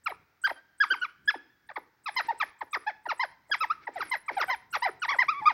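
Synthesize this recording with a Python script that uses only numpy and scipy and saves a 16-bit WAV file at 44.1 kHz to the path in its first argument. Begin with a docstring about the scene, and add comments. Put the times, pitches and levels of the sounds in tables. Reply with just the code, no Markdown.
"""Wild dogs twitter around an antelope on a grassy verge in the bush.
Each chirp is a short harmonic arch or downward swoop of the voice, rung through throat resonances.
A thin, very high whistle leaps up before each chirp and sinks after the high ones; one soft whine is drawn out.
Bushes and a tree line scatter the calls back as filtered, decaying noise, and a soft haze of noise follows them.
Behind lie shaped noises: steady faint background hiss, a growing low rumble, thuds, paws scuffling in grass."""
import sys
import numpy as np
from scipy import signal
from scipy.fft import rfft, irfft, next_fast_len
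from scipy.io import wavfile
from scipy.ndimage import map_coordinates

SR = 44100
rng = np.random.default_rng(int(sys.argv[2]) if len(sys.argv) > 2 else 0)


def master_out(mix):
    """Clip the mix to full scale and print it as 16-bit PCM to the path in sys.argv[1]."""
    frames = np.transpose(np.atleast_2d(mix))
    ceiling = np.clip(frames, -1, 1)
    pcm = np.round(ceiling * 32767).astype(np.int16)
    wavfile.write(sys.argv[1], SR, pcm)


N = 243873

# the pack's chirps, levels as they leave the folds: (t/s, length/s, crest f/Hz, time to crest/s,
# fall after crest/octaves, level/dB, sag by the end/dB, second harmonic/dB, higher harmonics/dB,
# level of its whistle/dB)
CHIRPS = [(0.061, 0.034, 1390, 0.003, 1.68, -17.5, -22, -3.5, -12, -53.5),
          (0.091, 0.034, 756, 0.0075, 1.33, -27.5, -5, -27, -11, -64),
          (0.439, 0.048, 1616, 0.021, 1.82, -11.5, -18, -6.5, -12, -53.5),
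          (0.49, 0.029, 1065, 0.0058, 2.44, -24.5, -11, -3.5, -10.5, -57),
          (0.803, 0.046, 1688, 0.015, 0.95, -9.5, -7.5, -12, -14, -61),
          (0.903, 0.053, 1586, 0.02, 1.08, -11, -17, -4, -17, -56.5),
          (0.907, 0.023, 523, 0.001, 1.2, -32, 1, -24, -19.5, -88),
          (1.015, 0.047, 1487, 0.015, 0.6, -19, -7.5, -2.5, -16.5, -65),
          (1.277, 0.038, 1709, 0.016, 1.08, -11.5, -14, -7, -11.5, -58),
          (1.341, 0.023, 852, 0.0017, 1.94, -25, -7, -20, -19.5, -66.5),
          (1.69, 0.031, 897, 0.00097, 0.9, -37, 3.5, -6.5, -13, -75),
          (1.759, 0.03, 1131, 0.0024, 3, -21, -16, -10, -16.5, -67),
          (2.06, 0.04, 1293, 0.002, 1.03, -25, 0, -2.5, -9, -59),
          (2.164, 0.053, 1043, 0.015, 1.18, -18.5, -12, -1, -3.5, -50.5),
          (2.284, 0.054, 940, 0.016, 1.44, -18, -20, -15.5, -17, -59),
          (2.401, 0.039, 1308, 0.0023, 1.16, -21.5, -2, -1, -6.5, -54),
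          (2.609, 0.03, 1120, 0.00038, 2.5, -24, -13.5, -11.5, -15.5, -67),
          (2.731, 0.043, 1233, 0.002, 1.84, -21.5, -10, -1, -7, -54),
          (2.865, 0.051, 863.5, 0.02, 0.8, -19, -13.5, -8, -12, -71),
          (3.056, 0.029, 971, 0.0056, 2.5, -24, -12, -11.5, -22.5, -71),
          (3.088, 0.047, 1424, 0.0027, 1.54, -20, -2.5, -5, -11.5, -64.5),
          (3.195, 0.061, 1056, 0.022, 1.03, -17, -8, -6.5, -10, -57.5),
          (3.496, 0.018, 653, 0.002, 1.15, -34.5, -3, -16.5, -28, -78),
          (3.515, 0.043, 1672, 0.008, 1.34, -15, -9, 0, -7, -59.5),
          (3.605, 0.052, 1321, 0.015, 1.03, -17, -6.5, -4.5, -10.5, -55),
          (3.616, 0.027, 594, 0.0, 1.16, -35.5, -12.5, -11, -25.5, -80),
          (3.7, 0.033, 1400, 0.029, -0.5, -13, -13.5, -14.5, -19.5, -71),
          (3.87, 0.027, 1004, 0.0042, 2.5, -22.5, -12, -10, -20.5, -72),
          (3.957, 0.052, 778, 0.0, 1.2, -22.5, -18.5, -18, -17, -63.5),
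          (4.005, 0.027, 1408, 0, 0.97, -21.5, 0.5, -5.5, -11, -58.5),
          (4.114, 0.052, 1035, 0.011, 1.07, -19, -11, -3.5, -8.5, -48),
          (4.282, 0.042, 1232, 0.0004, 2.5, -20.5, -18, -7, -17.5, -63),
          (4.368, 0.055, 813, 0.0046, 1.33, -17.5, -15, -13, -14, -60),
          (4.401, 0.042, 1471, 0.00033, 1.58, -18, -5.5, -3, -6, -54),
          (4.48, 0.045, 774, 0.011, 0.7, -23, -8.5, -7, -12, -58),
          (4.497, 0.059, 1049, 0.017, 0.54, -17, -10.5, -5.5, -9, -52.5),
          (4.728, 0.04, 1416, 0.0013, 1.7, -25.5, -5.5, -2.5, -9.5, -56),
          (4.737, 0.038, 1511, 0.00048, 1.5, -20.5, 1.5, -5, -8, -56),
          (4.82, 0.062, 1034, 0.026, 1.06, -18.5, -7.5, -10, -9, -53.5),
          (4.851, 0.047, 776, 0.011, 1.1, -18, -12, -12.5, -12, -59.5),
          (5.02, 0.044, 1495, 0.0, 1.22, -20, -7, -2, -8.5, -59),
          (5.08, 0.087, 1155, 0.032, 1.36, -19.5, -10, -3.5, -11, -64),
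          (5.089, 0.035, 1127, 0.012, 2.5, -17.5, -25, -2, -6.5, -65),
          (5.186, 0.055, 1053, 0.021, 0.79, -16.5, -10.5, 0.5, -9.5, -56),
          (5.283, 0.026, 1315, 0.028, -2, -9, -10.5, -6.5, -14, -65.5),
          (5.416, 0.04, 875, 0.0063, 0.18, -27, 2.5, -23, -26, -84),
          (5.456, 0.075, 1243, 0.0201, 1.2, -8, -26.5, -8.5, -16.5, -70)]
# one soft, drawn-out whine near the end, levels before its gain: (t/s, f/Hz, level/dB)
WHINE_PATH = [(5.3, 1274, -23), (5.31, 1368, -28.5), (5.342, 1094, -36.5), (5.394, 1173, -33),
              (5.418, 984, -45.5), (5.425, 1014, -48)]
# relative colour of the rustling grass and of the haze around the calls: (f/Hz, level/dB per Hz)
GRASS_AND_HAZE_COLOUR = [(50, -5), (200, -7), (330, 6), (600, -6), (1100, -5.5), (2200, 6), (3000, -9.5),
                         (5400, -8), (7300, -30), (15500, -27.5)]


def from_db(db):
    """Decibels to gain."""
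    return 10 ** (np.asarray(db) / 20)


def rms_one(x):
    """Scale to an rms of 1."""
    return x / np.sqrt(np.mean(x ** 2) + 1e-20)


def gain_at(points, hz):
    """Read a (f/Hz, level/dB) table as gain, on a log-frequency axis."""
    table_hz, table_db = np.array(points, float).T
    return from_db(np.interp(np.log(np.maximum(hz, 1)), np.log(table_hz), table_db))


def noise(colour, size):
    """Noise with the given spectrum, rms 1."""
    white = rfft(rng.standard_normal(size))
    hz = np.arange(len(white)) * SR / size
    return rms_one(irfft(white * gain_at(colour, hz), size))


def wobble(size, per_s):
    """Random values, per_s of them a second, joined by straight lines; their spread is near 1."""
    steps = np.arange(size) / SR * per_s
    return np.interp(steps, np.arange(256), rng.standard_normal(256))


def phase_of(hz):
    """Running phase of a moving pitch."""
    return 2 * np.pi * np.cumsum(hz) / SR


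def fades(size, attack_s, release_s):
    """Rounded start and end."""
    t = np.arange(size) / SR
    rise = np.sin(np.pi / 2 * np.clip(t / attack_s, 0, 1))
    fall = np.sin(np.pi / 2 * np.clip(t[::-1] / release_s, 0, 1))
    return rise * fall


def add(out, s, sound):
    """Mix a sound in at a time."""
    start = max(round(s * SR), 0)
    out[start:start + len(sound)] += sound[:max(N - start, 0)]


def background(hiss_db=-72, rumble_db=-79, swell_db=13, uneven_db=3.2):
    """Steady hiss, an uneven low rumble that grows towards the end, as of wind or handling, and soft thuds."""
    # relative colour of the background hiss: (f/Hz, level/dB per Hz)
    hiss_colour = [(18, -45), (30, -23), (326, -10.5), (566, -13.5), (1120, -12.5), (1450, -5),
                   (2040, -9.5), (2800, -20.5), (5390, -19.5), (8200, -33.5), (13300, -30), (15400, -18.5)]
    # relative colour of thuds and rumble: (f/Hz, level/dB per Hz)
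    rumble_colour = [(22, -34.5), (60, -4.5), (120, -3.5), (330, -11.5), (1500, -45.5)]
    # soft low thuds: (t/s, length/s, level/dB)
    thuds = [(0.03, 0.27, -71), (1.211, 0.1, -64.5), (4.687, 0.14, -71), (5.393, 0.05, -56.5)]
    swell = swell_db * np.linspace(0, 1, N) ** 2
    low_level = from_db(rumble_db + swell + uneven_db * wobble(N, 19))
    for s, length, level_db in thuds:
        add(low_level, s, from_db(level_db) * np.hanning(round(length * SR)))
    return low_level * noise(rumble_colour, N) + from_db(hiss_db) * noise(hiss_colour, N)


def scuffles(grain_db=1.6, top_hz=6000):
    """Paws in the grass: blades brush and snap in uneven bursts of noise, dulled by distance."""
    # bursts, levels before the dulling: (t/s, length/s, level/dB)
    bursts = [(2.079, 0.19, -54.5), (2.228, 0.062, -51), (2.345, 0.21, -55), (3.789, 0.092, -58.5),
              (3.878, 0.31, -51), (4.292, 0.1, -49.5)]
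    level = np.zeros(N)
    for s, length, level_db in bursts:
        size = round(length * SR)
        grain = grain_db * wobble(size, 251.4)
        add(level, s, from_db(level_db + grain) * np.hanning(size))
    dulling = signal.butter(2, top_hz, fs=SR, output="sos")
    return signal.sosfilt(dulling, level * noise(GRASS_AND_HAZE_COLOUR, N))


def haze(calls, level_db=-26, linger_s=0.05):
    """Noise follows the smoothed strength of the calls: it swells with each and dies away after it."""
    r = np.exp(-1 / (linger_s * SR))
    strength = signal.lfilter([1 - r], [1, -r], np.abs(calls))
    return from_db(level_db) * strength * noise(GRASS_AND_HAZE_COLOUR, N)


def bush(calls, foliage_hz=2400, near_db=-21, near_t60=0.21, far_db=-30, far_t60=0.9,
         trees_db=-33, trees_s=0.092, trees_width_s=0.032, patchy_db=2, sway_s=.0003):
    """Quick scatter from the ground and grass, a long, faint, patchy tail, and a soft echo off the tree line."""
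    # colour of the scattered sound: (f/Hz, level/dB)
    bush_colour = [(300, 17), (600, 3), (1700, 4.5), (3200, 8.5), (5500, 8), (7500, 15.5), (15000, -21)]
    t = np.arange(SR) / SR
    # the square roots make each level stand for the energy of its whole tail
    near = from_db(near_db - 60 * t / near_t60) * (t > .002) / np.sqrt(near_t60 / np.log(1e6))
    far = from_db(far_db - 60 * t / far_t60) * (t > .015) / np.sqrt(far_t60 / np.log(1e6))
    bump = np.exp(-.5 * ((t - trees_s) / trees_width_s) ** 2)
    trees = from_db(trees_db) * bump / np.sqrt(trees_width_s * np.sqrt(np.pi))
    # foliage swallows the treble on the longer paths
    foliage = signal.butter(1, foliage_hz, fs=SR, output="sos")
    distant = signal.sosfilt(foliage, rng.standard_normal(SR))
    scatter = (rng.standard_normal(SR) * near + distant * np.hypot(far, trees)) / np.sqrt(SR)
    echoes = signal.fftconvolve(calls, scatter)
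    # the pitch of the echoes wavers slightly, which blurs their ring
    place = np.arange(len(echoes)) + sway_s * SR * wobble(len(echoes), 38)
    echoes = map_coordinates(echoes, [place], order=3)
    size = next_fast_len(len(echoes))
    spectrum = rfft(echoes, size)
    hz = np.arange(len(spectrum)) * SR / size
    coloured = irfft(spectrum * gain_at(bush_colour, hz), size)[:N]
    return coloured * from_db(patchy_db * wobble(N, 40))


def whistle(hz, waver=.008, breathy=0.65):
    """A thin, unsteady tone inside a narrow skirt of hiss: slow noise rides on the tone's own phase."""
    phase = phase_of(hz * (1 + waver * wobble(len(hz), 500)))
    # two equal poles at 0.92 keep only the low, slow part of the noise
    hiss = rms_one(signal.lfilter([1], [1, -1.84, .8464], rng.standard_normal(len(hz))))
    return np.sin(phase) + breathy * hiss * np.cos(phase)


def rising_whistle(flutter_db=4, pace_spread=.2, pitch_spread=0.046):
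    """The whistle leaps up and out of hearing, at a slightly different pace and pitch each time."""
    # the leap before its spread, levels relative to the chirp's whistle: (t/s, f/Hz, level/dB)
    leap_path = [(0, 7900, -7), (.007, 8170, -4), (0.014, 8630, 2), (0.019, 11500, -3.5),
                 (.026, 15000, -3.5), (0.04, 15540, -9.5)]
    steps, step_hz, step_db = np.transpose(leap_path)
    steps = steps * np.exp(pace_spread * rng.uniform(-1, 1))
    t = np.arange(round(steps[-1] * SR)) / SR
    hz = np.interp(t, steps, step_hz) * (1 + pitch_spread * wobble(len(t), 120))
    level = from_db(np.interp(t, steps, step_db) + flutter_db * wobble(len(t), 300))
    return level * whistle(hz, waver=.03) * fades(len(t), attack_s=0.0033, release_s=.003)


def sinking_whistle(length, from_level_db, to_level_db, settle_s, from_hz=12600, to_hz=9930,
                    gain_db=-3.5, flutter_db=4.5, wander=.045):
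    """The whistle comes down again, wandering and fluttering, and levels off."""
    t = np.arange(round(length * SR)) / SR
    glide_hz = to_hz + (from_hz - to_hz) * np.exp(-t / settle_s)
    hz = glide_hz * (1 + wander * wobble(len(t), 90))
    level_db = gain_db + np.linspace(from_level_db, to_level_db, len(t))
    level = from_db(level_db + flutter_db * wobble(len(t), 300))
    return level * whistle(hz, waver=0.007, breathy=.45) * fades(len(t), attack_s=.012, release_s=0.0052)


def high_whistles(lead_s=.024, sinks_above_hz=1020, early_s=.009, sink_s=.075, settle_s=0.021,
                  fade_db=-17, link_db=-3):
    """A whistle leaps up just before each chirp; after high ones it sinks back into the next leap, or fades."""
    out = np.zeros(N)
    leaps = [(row[0] - lead_s, row[-1]) for row in CHIRPS]
    for s, length, crest_hz, *_, whistle_db in CHIRPS:
        add(out, s - lead_s, from_db(whistle_db) * rising_whistle())
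        if crest_hz > sinks_above_hz:
            # the sinking starts just before the voice stops
            start = s + length - early_s
            soon = [(at - start, db + link_db) for at, db in leaps if settle_s < at - start < sink_s]
            lasts, end_db = soon[0] if soon else (sink_s, whistle_db + fade_db)
            add(out, start, sinking_whistle(lasts, whistle_db, end_db, settle_s))
    return out


def whine(gain_db=9, overtone_db=-10, jitter=.005, count=4):
    """A nearly pure voice on a drawn-out path of pitch, each harmonic weaker than the last."""
    s, hz, level_db = np.transpose(WHINE_PATH)
    t = np.arange(s[0], s[-1], 1 / SR)
    phase = phase_of(np.interp(t, s, hz) * (1 + jitter * wobble(len(t), 900)))
    voice = sum(from_db(overtone_db * k) * np.sin((k + 1) * phase) for k in range(count))
    level = from_db(gain_db + np.interp(t, s, level_db))
    return voice * level * fades(len(t), attack_s=0.011, release_s=0.011)


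def chirp_pitch(t, length, crest_hz, crest_s, fall_octaves,
                scoop_octaves=0.1476, scoop_s=.02, fall_power=1.7, lowest_hz=281.5):
    """An arch: a scoop up to the crest and a steepening fall; with the crest at the start, a plain swoop."""
    before = np.maximum(crest_s - t, 0) / scoop_s
    after = np.maximum(t - crest_s, 0) / max(length - crest_s, 1e-3)
    octaves = -scoop_octaves * before ** 2 - fall_octaves * after ** fall_power
    return np.maximum(crest_hz * 2 ** octaves, lowest_hz)


def chirp_effort(progress, pitch, sag_db, hold_share=.345, yelp_hz=646, yelp_db_per_octave=15):
    """Effort in dB holds, sags as the call runs out, and recovers where the pitch drops into a throaty yelp."""
    spent = np.maximum(progress - hold_share, 0) / (1 - hold_share)
    return sag_db * spent + yelp_db_per_octave * np.maximum(np.log2(yelp_hz / pitch), 0)


def chirp(length, arch, level_db, sag_db, second_db, higher_db, edge_s, jitter=0.017, shimmer_db=2.8,
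          slope_db=-1.5, dulling=0.14, slack_db=-5, entry_db=-6.0, rasp_db=-35.0, count=7,
          firm_db=-16, hoarse_per_db=0.1662):
    """The folds make a nearly clean harmonic glide that loosens and dulls towards its end."""
    t = np.arange(round((length + 3 * edge_s) * SR)) / SR
    size = len(t)
    voiced_s = np.clip(t - edge_s, 0, length)
    crest_hz, crest_s, fall_octaves = arch
    pitch = chirp_pitch(voiced_s, length, crest_hz, crest_s, fall_octaves)
    effort_db = chirp_effort(voiced_s / length, pitch, sag_db)
    late = np.linspace(0, 1, size) ** 3
    # calls softer than firm_db grow hoarse
    hoarse = max(hoarse_per_db * (firm_db - level_db), 0)
    loose = .35 + 3.5 * late + hoarse
    phase = phase_of(pitch * (1 + jitter * loose * wobble(size, 878)))
    # each step up the harmonics loses more where the call has weak overtones, a slack end or a low pitch
    low_pitch_octaves = np.log2(np.maximum(1000 / pitch, 1))
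    step_db = slope_db + dulling * higher_db + slack_db * late - 3 * low_pitch_octaves
    voice = 0
    for k in range(1, count + 1):
        if k == 1:
            source_db = 0
        elif k == 2:
            source_db = second_db
        else:
            source_db = higher_db + step_db * (k - 3)
        flutter_db = shimmer_db * np.sqrt(k * loose) * wobble(size, 294)
        # the tone starts purer; overtones come in fully a moment later
        onset_db = entry_db * (k - 1) * np.exp(-t / edge_s)
        voice = voice + from_db(source_db + flutter_db + onset_db) * np.sin(k * phase)
    # air escapes once in each cycle of the folds, more so where the voice is slack
    breath = loose * rng.standard_normal(size) * (1 + np.cos(phase))
    rasp = from_db(rasp_db - .5 * effort_db) * breath
    # the longer the scoop, the slower the attack
    edges = fades(size, attack_s=.007 + .14 * crest_s, release_s=.021) ** 2
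    return (voice + rasp) * from_db(level_db + effort_db) * edges


def throat(source, top_hz=5550):
    """Fixed resonances make each harmonic swell and ring briefly as it sweeps through them."""
    # resonances of throat and mouth: (f/Hz, width/Hz, level/dB)
    resonances = [(934.6, 132, -6), (1252, 183, -8), (1513, 288, -12), (1814, 297, -3.5), (1909, 98, -6.5),
                  (2093, 80, -13), (3252, 490, -15), (3895, 200, -16), (4800, 660, -12.5)]
    out = 0
    for hz, width_hz, level_db in resonances:
        r = np.exp(-np.pi * width_hz / SR)
        poles = [1, -2 * r * np.cos(2 * np.pi * hz / SR), r * r]
        gain = from_db(level_db) * (1 - r * r) / 2
        # the tiny offset keeps the filter clear of vanishing numbers
        out = out + gain * signal.lfilter([1, 0, -1], poles, source + 1e-18)
    return signal.sosfilt(signal.butter(10, top_hz, fs=SR, output="sos"), out)


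def twitter(edge_s=0.0034, low_hz=280):
    """All chirps of the pack and the whine; the voice needs a few ms to start and to stop."""
    out = np.zeros(N)
    for s, length, *arch, level_db, sag_db, second_db, higher_db, _ in CHIRPS:
        add(out, s - edge_s, chirp(length, arch, level_db, sag_db, second_db, higher_db, edge_s))
    add(out, WHINE_PATH[0][0], whine())
    low_cut = signal.butter(4, low_hz, "high", fs=SR, output="sos")
    return signal.sosfilt(low_cut, throat(out))


def scene():
    """The pack, its echoes and the quiet bush, as they meet at one microphone."""
    calls = twitter() + high_whistles()
    return (calls + bush(calls) + haze(calls) + scuffles() + background())[None]


def record(dry, cutoff_hz=15900):
    """At the microphone the top of the treble is cut steeply by an elliptic low-pass."""
    return signal.sosfilt(signal.ellip(12, .1, 80, cutoff_hz, fs=SR, output="sos"), dry)


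dry = scene()
out = record(dry)
master_out(out)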